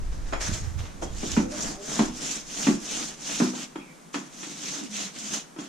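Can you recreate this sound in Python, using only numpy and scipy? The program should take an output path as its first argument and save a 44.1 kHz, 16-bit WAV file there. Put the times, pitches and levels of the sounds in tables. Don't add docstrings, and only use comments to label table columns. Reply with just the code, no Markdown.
import sys
import numpy as np
from scipy import signal
from scipy.fft import rfft, irfft, next_fast_len
from scipy.io import wavfile
from scipy.ndimage import uniform_filter1d, map_coordinates

SR = 44100
rng = np.random.default_rng(int(sys.argv[2]) if len(sys.argv) > 2 else 0)


def transcribe(u):
    v = np.clip(np.atleast_2d(u).T, -1, 1)
    q = np.round(v * 32767).astype(np.int16)
    wavfile.write(sys.argv[1], SR, q)


N = 250488

# frequency in Hz, relative level in dB.
HISS_SPECTRUM = [(400, -68), (2000, -26.5), (4500, -10.5), (5500, -3), (6300, 0.5), (7300, -3.5),
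                 (8200, -10.5), (9700, -15), (11200, -26.5), (12500, -23.5), (15000, -35)]
RUMBLE_SPECTRUM = [(90, -49), (135, -2.5), (175, -7), (212, 1), (250, -7.5), (285, 0), (350, -10.5),
                   (450, -14.5), (900, -22), (2500, -66)]


def roller():
    # frequency in Hz, relative level in dB.
    rasp_spectrum = [(900, -15), (1800, -8.5), (2500, -2.5), (3400, -0.5), (4500, -4.5), (6500, -21),
                     (12000, -49)]
    squelch_spectrum = [(150, -17), (380, -3), (480, -4), (650, -0.5), (1000, -4.5), (1300, -2),
                        (1800, -4.5), (2600, -13), (5000, -47)]
    tack, dry, wet, roll = roller_gains()
    lumps = wobble(45)
    tack *= amp(1.8 + 0.39 * lumps + 1.2 * wobble(70))
    hiss = tack * stereo(crackle(per_second=14000, spread_db=2.5), HISS_SPECTRUM)
    dry *= amp(1.0 + 1.57 * lumps + 0.97 * wobble(24.79))
    rasp = dry * stereo(crackle(per_second=8000, spread_db=1.5), rasp_spectrum)
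    wet *= amp(2.0 + 0.66 * lumps + 1.26 * wobble(16))
    squelch = wet * stereo(crackle(per_second=2500, spread_db=1.5), squelch_spectrum)
    rumble = roll * amp(4 + 2.5 * lumps) * noise(RUMBLE_SPECTRUM)
    paint = room(hiss + rasp + squelch, wet_db=-12)
    return high_pass(paint + rumble, edge_hz=143)


def roller_gains():
    # start and length in seconds, fastest moment as a share of the length, hiss gain in dB,
    # then rasp, squelch and rumble gains in dB relative to it.
    strokes = [(1.081, .41, 0.58, -38.5, -4.5, -7, -8), (1.462, .34, 0.52, -36.5, -8, -4.5, -4.5),
               (1.768, .37, 0.55, -35, -7, -7, -8.5), (2.089, .37, .58, -34.5, -6.5, -10.5, -10),
               (2.415, 0.39, .62, -34, -6, -9.5, -12), (2.748, .44, .49, -34.8, -6, -10, -10),
               (3.154, .42, .5, -33.5, -5.5, -10.5, -12), (3.507, 0.17, 0.61, -38.5, -3, -8, -11),
               (4.27, 0.34, 0.6, -43, -5.5, -11, -8.5), (4.464, .46, 0.56, -38, -4, -9.5, -9.5),
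               (4.871, .27, 0.49, -36.5, -3, -10.5, -16), (5.096, .35, 0.64, -37, -3, -9.5, -7.5)]
    # start in seconds, hiss gain in dB, T60 in seconds,
    # then rasp and squelch gains in dB relative to the hiss.
    dabs = [(.11, -54, .24, -4, 0), (.25, -52, 1, -4, 1), (.397, -33.5, 0.57, -6.5, -2),
            (.44, -35, 0.33, -7, -4.5), (.52, -35, 0.34, -8, -8.5), (.625, -50, 0.53, -7, 2.5),
            (0.773, -47, 0.49, 0.5, 2), (1.011, -40.5, 0.17, -9, -12), (1.501, -40.5, 0.15, -8, -6),
            (1.6, -40, .2, -12, -6), (4.126, -42, 0.53, -4.5, -7), (5.326, -30.5, 0.16, -9.5, -7),
            (5.578, -46.5, 0.65, -3, -2.5)]
    paint_exponent, rumble_exponent, dab_rise_s = 1.43, 1.4, 0.019
    now, power = np.arange(N) / SR, np.zeros((4, N))
    for start, length, fastest, db, rasp_db, squelch_db, rumble_db in strokes:
        progress = np.interp(now, [start, start + fastest * length, start + length], [0, .5, 1])
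        speed = abs(np.sin(np.pi * progress))
        power[:3] += np.outer(amp([db, db + rasp_db, db + squelch_db]), speed ** paint_exponent) ** 2
        power[3] += (amp(db + rumble_db) * speed ** rumble_exponent) ** 2
    for start, db, t60, rasp_db, squelch_db in dabs:
        age = np.maximum(now - start, 0)
        peel = np.minimum(age / dab_rise_s, 1) * amp(-60 * np.maximum(age - dab_rise_s, 0) / t60)
        power[:3] += np.outer(amp([db, db + rasp_db, db + squelch_db]), peel) ** 2
    return np.sqrt(power)


def crackle(per_second, spread_db, drift_db=1.6):
    happens = rng.random((2, N)) < per_second / SR
    sizes = rng.standard_normal((2, N)) * amp(spread_db * rng.standard_normal((2, N)))
    bands = signal.stft(happens * sizes, nperseg=512)[2]
    patches = uniform_filter1d(rng.standard_normal(bands.shape[1:]), size=9, axis=0)
    patches = uniform_filter1d(patches, size=7, axis=1)
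    return signal.istft(bands * amp(drift_db * unit(patches)), nperseg=512)[1][:, :N]


def knocks():
    # start and lag of the blow in seconds, thump and clack gains in dB for the touch, then
    # for the blow, pitch of the spot in Hz, clack tilt in dB per octave, ring in dB re the clack.
    impacts = [(.324, 0.0079, -47, -26, -30, -21, 645, -1, -15),
               (.481, 0.0028, -51, -42, -25, -37, 185, 10, -25),
               (1.014, .008, -48, -33, -28, -22.5, 357, -5.5, -19),
               (1.227, 0.00295, -48, -45, -23.5, -19.5, 227, -6, -32),
               (1.365, 0.0063, -30, -23.5, -9.5, -25, 231.3, 0.5, -18),
               (1.991, .013, -13.5, -18.5, -13, -28.5, 215, 1, -19),
               (2.668, .014, -13.5, -21, -9, -30, 240, 3, -22),
               (3.401, .016, -14, -20, -11, -26, 241, 0.5, -27),
               (3.533, 0.0023, -48, -38, -31, -31, 300, -5, -27),
               (3.754, .003, -48, -41, -27, -34, 317, 1, -13.5),
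               (4.142, .013, -31.5, -24.5, -23, -36, 276, 2.5, -15.5),
               (4.43, .04, -39.5, -34, -32.5, -48, 303, 6, -12),
               (5.562, 0.024, -35, -41, -26.5, -41, 301, -1, -8)]
    touch_pitch_ratio = 1.1
    out = np.zeros((2, N))
    for start, lag, touch_db, touch_clack_db, blow_db, blow_clack_db, hz, tilt_db, ring_db in impacts:
        add(out, start, contact(touch_db, touch_clack_db, touch_pitch_ratio * hz, tilt_db, ring_db))
        add(out, start + lag, contact(blow_db, blow_clack_db, hz, tilt_db, ring_db))
    return high_pass(out, edge_hz=133)


def contact(thump_db, clack_db, spot_hz, tilt_db, ring_db):
    t = np.arange(SR // 2) / SR
    thump = amp(thump_db) * wall_thump(spot_hz, t)
    shudder = amp(thump_db - 19 - 60 * t / 0.41) * noise(RUMBLE_SPECTRUM, len(t), tilt_db=1.0)
    # frequency in Hz, relative level in dB.
    clack_spectrum = [(150, -15.5), (370, 0.5), (480, 4.5), (650, 5), (900, 4.5), (1350, 1), (1900, -4),
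                      (2450, -5), (3200, -13.5), (5000, -18.5), (8000, -22.5), (15000, -58)]
    clack = amp(1.5 - 60 * t / 0.068) * noise(clack_spectrum, len(t), tilt_db)
    ring = amp(ring_db) * np.array([frame_ring(t, scatter_db=5.5), frame_ring(t, scatter_db=0.5)])
    cushion = 1 - np.exp(-t / 0.0011)
    wall = room(thump + shudder, wet_db=-16.5)
    return wall + amp(clack_db) * room(cushion * (clack + ring), wet_db=-4)


def wall_thump(spot_hz, t):
    # frequency in Hz, level in dB, T60 and rise time in seconds.
    wall_modes = [(190.4, -8.5, 0.29, 0.021), (217.8, -12.5, 0.31, 0.0032), (247.5, -16.5, 0.56, .02),
                  (283.5, -5.5, 0.25, 0.02), (315, -14, 0.43, 0.052), (349.9, -11, 0.27, 0.015),
                  (378, -13.5, 0.23, 0.0091)]

    def mode(hz, db, t60, rise):
        return amp(db - 60 * t / t60) * (1 - np.exp(-t / rise)) * np.sin(2 * np.pi * hz * t)

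    swing = 1.9 * mode(spot_hz, db=0, t60=0.057, rise=0.0031)
    overtone_hz = 1.6 * spot_hz
    overtone = mode(overtone_hz, db=-13.5 - 12 * np.log2(overtone_hz / 350), t60=0.11, rise=0.0049)
    boom = sum(mode(hz, db - 4.8 * abs(np.log2(hz / spot_hz)), t60, rise)
               for hz, db, t60, rise in wall_modes)
    return swing + overtone + boom


def frame_ring(t, scatter_db):
    # frequency in Hz, level in dB, T60 in seconds.
    frame_modes = [(880, -3, 0.13), (998, -18, 0.29), (1307, -7.5, 0.18), (2420, -6, 0.11),
                   (3280, -5, 0.14), (3960, -26, .18), (5180, -7.5, 0.28), (6790, -7.5, 0.23)]
    ring = np.zeros(len(t))
    for hz, db, t60 in frame_modes:
        envelope = amp(db + scatter_db * rng.standard_normal() - 60 * t / t60)
        wander = rng.random() + .02 * np.cumsum(rng.standard_normal(len(t))) / np.pi
        ring += envelope * np.sin(2 * np.pi * (hz * t + wander))
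    return ring


def snaps():
    # start in seconds, level in dB.
    threads = [(.417, -32), (1.317, -24), (1.607, -25), (2.802, -36), (3.220, -34), (4.657, -28.5),
               (4.837, -33), (5.187, -29), (5.343, -33)]
    out, t = np.zeros((2, N)), np.arange(SR // 20) / SR
    for start, db in threads:
        add(out, start, amp(db - 60 * t / 0.024) * noise(HISS_SPECTRUM, len(t), tilt_db=-1.5))
    return room(out, wet_db=-1.0)


def sliding_tones(edge_s=0.017):
    # start and length in seconds, first and last pitch in Hz, level in dB, fade in dB per
    glides = [(1.253, 0.11, 335, 365, -37, 100, 0.01, 0), (1.388, 0.11, 499, 524, -34.5, 60, 0.03, 0.05),
              (1.51, 0.07, 594, 619, -37, 20, .02, 0), (1.621, .2, 662, 809, -44.5, 40, 0.09, 0.24),
              (1.768, 0.18, 385, 462, -42, 90, 0.01, 0.86),
              (3.781, 0.056, 2510, 2430, -48.5, 67, 0.12, 0.1),
              (3.855, 0.072, 2300, 2050, -51.5, 70, .11, 0.1),
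              (4.753, 0.11, 296.6, 232, -32, 53, 0.12, 0.15), (4.858, .22, 224.5, 194.5, -41.5, 15, .12, 0)]
    now, tones = np.arange(N) / SR, np.zeros(N)
    for start, length, first_hz, last_hz, db, fade, waver, fifth in glides:
        age = np.clip(now - start, 0, length)
        hz = first_hz + (last_hz - first_hz) * age / length
        phase = 2 * np.pi * np.cumsum(hz * (1 + waver * wobble(300))) / SR
        swell = np.minimum(np.minimum(age, length - age) / edge_s, 1)
        envelope = swell * amp(db - fade * age + 2.8 * wobble(60))
        tones += envelope * (np.sin(phase) + fifth * np.sin(1.5 * phase))
    return room(np.array([tones, tones]), wet_db=0)


def painter_movement():
    # time in seconds, level in dB.
    stir = [(0, -28.5), (.5, -34.5), (.62, -39), (.96, -40.5), (1.15, -35), (1.55, -49), (1.68, -39),
            (1.83, -57), (2.08, -43), (2.45, -55.5), (2.97, -56), (3.9, -69), (5.68, -69)]
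    # middle and half-width in seconds, gain in dB.
    puffs = [(.52, 0.048, -31), (.66, 0.055, -33), (.8, 0.062, -31.5), (1.14, 0.095, -42),
             (1.38, 0.085, -35.5), (1.56, .1, -47.5), (2.07, 0.062, -50), (2.7, .04, -55)]
    # frequency in Hz, relative level in dB.
    buffet_spectrum = [(35, -40), (62, -3.5), (80, 9.5), (105, 0.5), (150, -3), (500, -49)]
    cloth_spectrum = [(100, -18), (170, 7.5), (300, 3), (600, -2.5), (1300, -6.5), (3000, -17),
                      (6500, -12.5), (12000, -40)]
    air_spectrum = [(10, -12), (28, -2), (40, -9), (62, -13.5), (130, -30.5), (400, -78)]
    now = np.arange(N) / SR
    stir_db = np.interp(now, *np.transpose(stir))
    gusts = sum(amp(db) * np.exp(-((now - middle) / width) ** 2) for middle, width, db in puffs)
    buffet = (gusts + amp(stir_db - 14.5)) * amp([[-8], [3]]) * noise(buffet_spectrum)
    rustle = amp(-46.5 + 0.24 * (stir_db - stir_db.max()) + 1.3 * wobble(11)) * noise(cloth_spectrum)
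    return amp(stir_db) * noise(air_spectrum) + buffet + rustle


def room(x, wet_db):
    # frequency in Hz, T60 (the time to fall by 60 dB) in seconds.
    decay_times = [(200, 0.28), (1000, 0.34), (6000, 0.29), (14000, 0.1)]
    hz, t, bands = signal.stft(rng.standard_normal((2, SR // 2)), SR, nperseg=256)
    tail = signal.istft(bands * amp(-60 * t / along(decay_times, hz)[:, None]), SR, nperseg=256)[1]
    tail = np.pad(tail / np.linalg.norm(tail[0]), ((0, 0), (SR // 250, 0)))
    wet = signal.fftconvolve(x, tail, axes=1)[:, :x.shape[1]]
    return (x + amp(wet_db) * wet) / np.hypot(1, amp(wet_db))


def quiet_house():
    # frequency in Hz, relative level in dB.
    hush_spectrum = [(100, -35), (150, 17), (220, 7.5), (450, 2), (1000, 0.5), (3000, -9.5), (4800, -13),
                     (6300, -7.5), (9000, -10), (15000, -25)]
    return amp(-50.5) * high_pass(noise(hush_spectrum), edge_hz=147)


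def stereo(pair, spectrum, tilt_db=0):
    # frequency in Hz, correlation of left and right.
    correlation = [(130, 0.63), (290, 0.7), (630, -0.2), (1380, -0.05), (3000, 0.8), (6500, 0.23),
                   (12000, -0.25)]

    def response(hz):
        angle = np.arccos(along(correlation, hz)) / 2
        colour = amp(along(spectrum, hz) + tilt_db * np.log2((hz + 1) / 1000))
        return colour * [np.cos(angle), np.sin(angle)]

    mid, side = filtered(pair, response)
    return unit(np.array([mid + side, mid - side]))


def noise(spectrum, samples=N, tilt_db=0):
    return stereo(rng.standard_normal((2, samples)), spectrum, tilt_db)


def filtered(x, response):
    n = x.shape[-1]
    padded = next_fast_len(n + 8192)
    return irfft(rfft(x, padded) * response(np.fft.rfftfreq(padded, 1 / SR)), padded)[..., :n]


def high_pass(x, edge_hz):
    return signal.sosfilt(signal.butter(6, edge_hz, "high", fs=SR, output="sos"), x)


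def wobble(rate):
    return map_coordinates(rng.standard_normal(int(N * rate / SR) + 4), [np.arange(N) * rate / SR])


def along(points, hz):
    frequencies, values = np.transpose(points)
    return np.interp(np.log(hz + 1), np.log(frequencies), values)


def add(track, start_s, sound):
    part = track[:, round(start_s * SR):][:, :sound.shape[-1]]
    part += sound[..., :part.shape[1]]


def amp(db):
    return 10 ** (np.asarray(db) / 20)


def unit(x):
    return x / np.sqrt(np.mean(x ** 2) + 1e-20)


def scene():
    painting = (roller() + snaps() + knocks() + sliding_tones()) * amp([[-.3], [.3]])
    return painting + painter_movement() + quiet_house()


def record(dry):
    top_hz = 15050
    return filtered(dry, lambda hz: hz < top_hz)


dry = scene()
out = record(dry)
transcribe(out)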